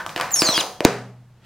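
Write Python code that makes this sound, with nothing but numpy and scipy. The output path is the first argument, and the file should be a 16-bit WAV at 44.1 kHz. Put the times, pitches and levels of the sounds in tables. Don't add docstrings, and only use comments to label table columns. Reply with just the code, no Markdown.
import sys
import numpy as np
from scipy import signal
from scipy.fft import rfft, irfft
from scipy.io import wavfile

SR = 44100
rng = np.random.default_rng(int(sys.argv[2]) if len(sys.argv) > 2 else 0)


def waveform_to_disk(signal):
    frames = np.transpose(np.atleast_2d(signal))
    scaled = np.clip(frames, -1, 1) * 32767
    samples = np.round(scaled).astype(np.int16)
    wavfile.write(sys.argv[1], SR, samples)


N = 63945
POP_S, EDGE_HZ = 0.8499, 15900

# frequency in Hz, relative level in dB.
CRACK_SPECTRUM = [(200, -9.5), (1500, 9.5), (3500, 4), (6500, -6.5), (10000, -13.5), (16000, -20.5)]
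RIP_SPECTRUM = [(200, -24), (1200, 2.5), (2500, -9), (4300, 4), (7000, -6.5), (10000, -16), (16000, -18.5)]


def amp(db):
    return 10 ** (np.asarray(db) / 20)


def unit_rms(x):
    return x / np.sqrt(np.mean(x ** 2) + 1e-20)


def lookup(points, hz):
    f, value = np.transpose(points)
    return np.interp(np.log(hz + 1), np.log(f + 1), value)


def add(mix, start_s, sound):
    part = mix[max(round(start_s * SR), 0):][:len(sound)]
    part += sound[:len(part)]


def coloured(x, spectrum):
    return irfft(rfft(x) * amp(lookup(spectrum, np.fft.rfftfreq(x.shape[-1], 1 / SR))), x.shape[-1])


def delayed(x, delay_s):
    return irfft(rfft(x) * np.exp(-2j * np.pi * np.fft.rfftfreq(N, 1 / SR) * delay_s), N)


def noise_pair():
    # frequency in Hz, left-right correlation.
    coherence = [(1000, 0.98), (3000, 0.95), (6000, 0.4), (10000, 0.075), (16000, .1)]
    a, b = rfft(rng.standard_normal((2, N)))
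    same = np.clip(lookup(coherence, np.fft.rfftfreq(N, 1 / SR)), 0, 1)
    mid, side = a * np.sqrt((1 + same) / 2), b * np.sqrt((1 - same) / 2)
    return irfft([mid + side, mid - side], N)


def stereo_noise(spectrum):
    return unit_rms(coloured(noise_pair(), spectrum))


def wander(rate_hz):
    rolloff = 1 + (np.fft.rfftfreq(N, 1 / SR) / rate_hz) ** 2
    return unit_rms(irfft(rfft(rng.standard_normal(N)) / rolloff, N))


def resonate(x, hz, width_hz):
    carrier = np.exp(2j * np.pi * np.cumsum(hz) / SR)
    r = np.exp(-np.pi * width_hz / SR)
    return (carrier * signal.lfilter([(1 - r) ** 2], [1, -2 * r, r * r], x / carrier + 1e-18)).real


def swing(hz, db, decay_s, size=4096):
    t = np.arange(size) / SR
    return amp(db) * np.sin(2 * np.pi * hz * t) * np.exp(-t / decay_s)


def crack(spectrum, db, decay_s, size=4096):
    fall = np.exp(-(np.arange(size) / SR / decay_s) ** 2)
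    burst = coloured(rng.standard_normal(size), spectrum) * fall
    return amp(db) * burst * np.linalg.norm(fall) / np.linalg.norm(burst)


def pulse(spectrum, size=4096):
    log_gain = np.log(amp(lookup(spectrum, abs(np.fft.fftfreq(size, 1 / SR)))))
    return np.fft.ifft(np.exp(np.conj(signal.hilbert(log_gain)))).real


def rustle(creases_per_s=4000, spread_db=1.5, fizz_db=-3.5):
    # time in seconds, relative level in dB, bubble resonance in Hz.
    creasing = [(0, -27, 1241), (0.056, -41, 1360), (.09, -43, 1276), (.15, -47.5, 1213), (.2, -27, 1280),
                (0.256, -30, 1230), (.32, -47.5, 1122), (0.401, -37.5, 902), (.45, -23.5, 550),
                (.51, -26, 674), (0.571, -31.5, 740), (.62, -24.5, 687), (0.701, -55, 835),
                (.8, -71.5, 794)]
    t = np.arange(N) / SR
    times_s, db, hz = np.transpose(creasing)
    clicks = rng.standard_normal(N) * amp(spread_db * np.minimum(rng.exponential(1, N), 4))
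    clicks *= rng.random(N) < creases_per_s / SR
    ring = unit_rms(resonate(clicks, np.interp(t, times_s, hz), width_hz=1210))
    fizz = amp(fizz_db) * unit_rms(coloured(clicks, CRACK_SPECTRUM))
    return (ring + fizz) * amp(np.interp(t, times_s, db) - 6) * (t < POP_S)


def palm_rub():
    # time in seconds, level in dB.
    levels = [(0, -50), (.15, -49.5), (.22, -45), (.4, -50), (.8, -53.5), (.9, -76.5)]
    # frequency in Hz, relative level in dB.
    spectrum = [(20, -15), (60, -10), (140, 3), (200, 0), (320, -12), (8000, -73)]
    return amp(np.interp(np.arange(N) / SR, *np.transpose(levels))) * stereo_noise(spectrum)


def noise_floor(level_db=-56.5):
    # frequency in Hz, relative level in dB.
    spectrum = [(25, -12.5), (60, -4), (170, 0.5), (260, -12.5), (1000, -18.5), (3000, -27.5), (8000, -34),
                (16000, -41)]
    return amp(level_db) * stereo_noise(spectrum)


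def snaps(thump_lag_s=0.0007, low_cut_hz=231):
    # start in seconds, thump in dB and Hz, slap in dB and Hz, slap decay in seconds,
    # crack in dB, crack frequency ratio, room send in dB.
    events = [(0.0637, -37.5, 474, -12.5, 1210, 0.00091, -24.5, 1.82, -2),
              (0.0928, -34, 435, -40, 1430, .0004, -27.5, 1.3, 4.5),
              (.162, -13, 403, -7.5, 2780, 0.00039, -19.5, 1.2, 0.5),
              (0.1775, -30, 456, -16.5, 1480, 0.0003, -23.5, 0.78, 2.5),
              (0.1991, -30, 470, -6.5, 1140, 0.0009, -22.5, 1.27, -4.5),
              (.2114, -23.5, 370, 1, 2220, 0.00035, -13.5, 1.2, -3),
              (.308, -41.5, 398, -34, 2180, .0004, -29.5, 1.9, 1),
              (0.3598, -25.5, 381.6, -24.5, 2630, 0.00054, -22, 1.4, 4.5),
              (0.4199, 0.5, 300, 3, 2614, .00035, -7.5, 0.99, -5),
              (0.4887, -2, 250, -4.5, 1465, 0.00044, -16.5, 0.74, -11),
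              (.578, -7, 338.4, -7.5, 1093, 0.00043, -11, 1.1, -2),
              (.8058, -5, 431, -0.5, 2280, 0.00026, -20.5, 1.4, -8)]
    direct, feed = np.zeros((2, N))
    for start_s, thump_db, thump_hz, slap_db, slap_hz, slap_s, crack_db, ratio, send_db in events:
        spectrum = [(hz * ratio, db) for hz, db in CRACK_SPECTRUM]
        thump = swing(thump_hz, thump_db, decay_s=0.0014)
        slap = swing(slap_hz, slap_db, slap_s)
        tick = crack(spectrum, crack_db, decay_s=0.00188)
        click = pulse(spectrum)
        click *= np.linalg.norm(tick) / np.linalg.norm(click)
        add(direct, start_s, slap + tick)
        add(direct, start_s + thump_lag_s, thump)
        add(feed, start_s, (slap + click) * amp(send_db))
        add(feed, start_s + thump_lag_s, thump * amp(send_db))
    return signal.lfilter(*signal.butter(2, low_cut_hz, "high", fs=SR), [direct, feed])


def whistle(curve, waver_hz=57, flutter_db=0.5, flicker_db=4, full_rasp_hz=3500):
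    harmonics_db = [2, -13.5, -22.5]
    # time in seconds, extra overtone gain in dB.
    shrillness = [(.32, 7.5), (.345, -9), (.36, 4.5), (.392, -5.5), (.413, 4.5), (.435, -7.5), (.5, -1.5),
                  (.592, -0.5), (.61, 10)]
    t = np.arange(N) / SR
    times_s, hz, db = np.transpose(curve)
    pitch_hz = np.interp(t, times_s, hz)
    shrill_db = np.interp(t, *np.transpose(shrillness))
    phase = 2 * np.pi * np.cumsum(pitch_hz + waver_hz * wander(292)) / SR
    choke_db = 5 * np.maximum(wander(90) - 0.5, 0)
    gate = np.clip(np.minimum(t - times_s[0], times_s[-1] - t) / 0.0015, 0, 1)
    level = amp(np.interp(t, times_s, db) + flutter_db * wander(250) - choke_db) * gate
    tone = np.zeros(N)
    for k, harmonic_db in enumerate(harmonics_db, 1):
        extra_db = (k > 1) * (shrill_db + flicker_db * wander(90))
        tone += amp(harmonic_db + extra_db) * np.sin(k * phase) * (k * pitch_hz < EDGE_HZ)
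    rasp = 1 + 0.4 * np.minimum(full_rasp_hz / pitch_hz, 1) ** 2 * wander(700)
    return level * rasp * tone, air_hiss(level, end_s=times_s[-1])


def air_hiss(level, end_s, lag_s=0.049, gain_db=-16.5, sputter_db=4.5):
    # frequency in Hz, relative level in dB.
    spectrum = [(1000, -11), (3000, -4), (5500, 1.5), (9000, -9.5), (15000, -10)]
    r = np.exp(-1 / (lag_s * SR))
    fade = np.clip((end_s - np.arange(N) / SR) / 0.01, 0, 1)
    flow = signal.lfilter([1 - r], [1, -r], level) * fade
    return flow * amp(gain_db + sputter_db * wander(250)) * stereo_noise(spectrum)


def pinholes():
    # time in seconds, pitch in Hz, relative level in dB.
    first = [(.308, 8060, -47), (.319, 7260, -28), (.333, 7020, -28.5), (.343, 6600, -7.5),
             (.352, 6176, -25.5), (.37, 5550, -21.5), (.384, 5596, -28), (0.393, 5430, -13),
             (0.403, 5050, -21), (0.416, 4830, -20), (0.431, 4330, -27), (0.446, 4800, -19.5),
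             (.466, 4400, -20), (.472, 4150, -16.5), (.501, 4130, -18), (0.512, 3892, -27.5),
             (.522, 3967, -21.5), (.529, 3550, -32.5), (.541, 3300, -24), (.578, 3247, -18.5),
             (.583, 2909, -30.5), (.594, 2884, -20.5), (.606, 2441, -30.5), (0.618, 2356, -34.5)]
    second = [(.345, 11200, -34), (.36, 10250, -24.5), (.368, 9440, -26), (.39, 8380, -28.5),
              (.405, 8140, -32.5), (.442, 7050, -24.5), (.468, 6300, -22), (.49, 5770, -32),
              (.51, 5650, -28), (.523, 5090, -39)]
    third = [(.521, 6050, -35.5), (.527, 5880, -19), (.534, 5650, -30.5), (.541, 5520, -24),
             (.558, 4900, -25.5), (.573, 4870, -17.5), (.579, 4450, -29), (0.588, 4293, -24),
             (.6, 3980, -23), (0.611, 3100, -20.5), (.621, 2497, -34)]
    tones, hisses = zip(whistle(first), whistle(second), whistle(third))
    return sum(tones), sum(hisses)


def tear(start_s=0.808, hum_hz=540, waver_hz=91, hum_db=-31, hiss_db=-22, swell_s=0.004):
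    t = np.arange(N) / SR
    gate = np.clip(np.minimum(t - start_s, POP_S - t) / 0.00037, 0, 1)
    swell = np.exp(-abs(t - POP_S) / swell_s)
    hiss = swell * unit_rms(coloured(rng.standard_normal(N), RIP_SPECTRUM))
    hum = np.sin(2 * np.pi * np.cumsum(hum_hz + waver_hz * wander(180)) / SR)
    return gate * (amp(hum_db) * hum + amp(hiss_db) * hiss)


def pop(low_cut_hz=100):
    # delay in seconds, frequency in Hz, level in dB, decay in seconds.
    blast_swings = [(0, 2446, 7, 0.00044), (.0002, 918, 10, 0.00084), (.0014, 299.4, 7, 0.0025)]
    # frequency in Hz, level sent to the room in dB.
    feed_spectrum = [(50, 6), (120, 17), (250, 19), (500, 21), (1000, 20.5), (2000, 23), (4000, 14),
                     (8000, 1.5), (11000, -7.5), (13500, -26.5)]
    direct, feed = np.zeros((2, N))
    add(direct, POP_S, crack(RIP_SPECTRUM, db=4.5, decay_s=0.0012))
    for delay_s, hz, db, decay_s in blast_swings:
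        add(direct, POP_S + delay_s, swing(hz, db, decay_s))
    add(feed, POP_S, pulse(feed_spectrum))
    return signal.lfilter(*signal.butter(1, low_cut_hz, "high", fs=SR), direct), feed


def boom(mode_hz=122, mode_db=-28, rise_s=0.074, t60_s=1.37, beat_hz=24):
    # centre in Hz, level in dB, T60 in seconds.
    clusters = [(190, -27, .72), (245, -27, .6), (330, -25, .32), (405, -20.5, .42), (466, -20.5, .4)]
    t = np.maximum(np.arange(N) / SR - POP_S, 0)
    envelope = (1 - np.exp(-t / rise_s)) * amp(mode_db - 60 * t / t60_s)
    modes = envelope * np.sin(2 * np.pi * mode_hz * t)
    for hz, db, cluster_t60_s in clusters:
        beats = (wander(beat_hz) + 1j * wander(beat_hz)) / np.sqrt(2)
        envelope = (1 - np.exp(-t / 0.0056)) * amp(db - 60 * t / cluster_t60_s)
        modes += envelope * (beats * np.exp(2j * np.pi * hz * t)).real
    return modes


def peel():
    # time in seconds, level in dB.
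    levels = [(1.33, -78), (1.41, -67), (1.45, -54)]
    level_db = np.interp(np.arange(N) / SR, *np.transpose(levels), left=-120)
    return amp(level_db) * stereo_noise(CRACK_SPECTRUM)


def echo(x, cutoff_hz=2700):
    # delay in seconds, gain in dB.
    reflections = [(.0066, -17)]
    dull = signal.lfilter(*signal.butter(1, cutoff_hz, fs=SR), x)
    reflected = np.zeros(N)
    for delay_s, db in reflections:
        add(reflected, delay_s, amp(db) * dull)
    return reflected


def room(x, rise_s=0.003):
    # frequency in Hz, T60 in seconds.
    decay_times = [(100, 0.097), (300, 0.35), (700, 0.53), (1800, 0.41), (5000, 0.43), (12000, 0.47)]
    # frequency in Hz, gain in dB.
    spectrum = [(60, -23), (200, -2.5), (500, 4), (1300, 1), (3000, -5.5), (6000, 0.5), (10000, 0.5),
                (16000, 6)]
    hz, t, bins = signal.stft(noise_pair(), SR, nperseg=256)
    decay = amp(-60 * t / lookup(decay_times, hz)[:, None])
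    tail = signal.istft(bins * decay, SR, nperseg=256)[1][:, :N]
    onset = 1 - np.exp(-(np.arange(N) / SR / rise_s) ** 2)
    tail = coloured(tail / np.linalg.norm(tail[0]), spectrum) * onset
    return signal.fftconvolve(x[None], tail[:, :N // 2 + N // 4], axes=1)[:, :N]


def scene():
    snap, snap_feed = snaps()
    burst, burst_feed = pop()
    tone, hiss = pinholes()
    film = rustle() + tear()
    near = snap + film + burst
    near += echo(near + tone)
    left = near + tone
    right = delayed(near, delay_s=6e-6) + delayed(tone, delay_s=16e-6)
    reverb = room(snap_feed + burst_feed + amp(-5.5) * (tone + hiss[0]) + amp(-0.5) * film)
    return np.array([left, right]) + hiss + reverb + boom() + palm_rub() + peel() + noise_floor()


def record(dry):
    lowpass = signal.firwin(511, EDGE_HZ, window=("kaiser", 9), fs=SR)
    return signal.oaconvolve(np.clip(dry, -1, 1), lowpass[None], "same")


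dry = scene()
out = record(dry)
waveform_to_disk(out)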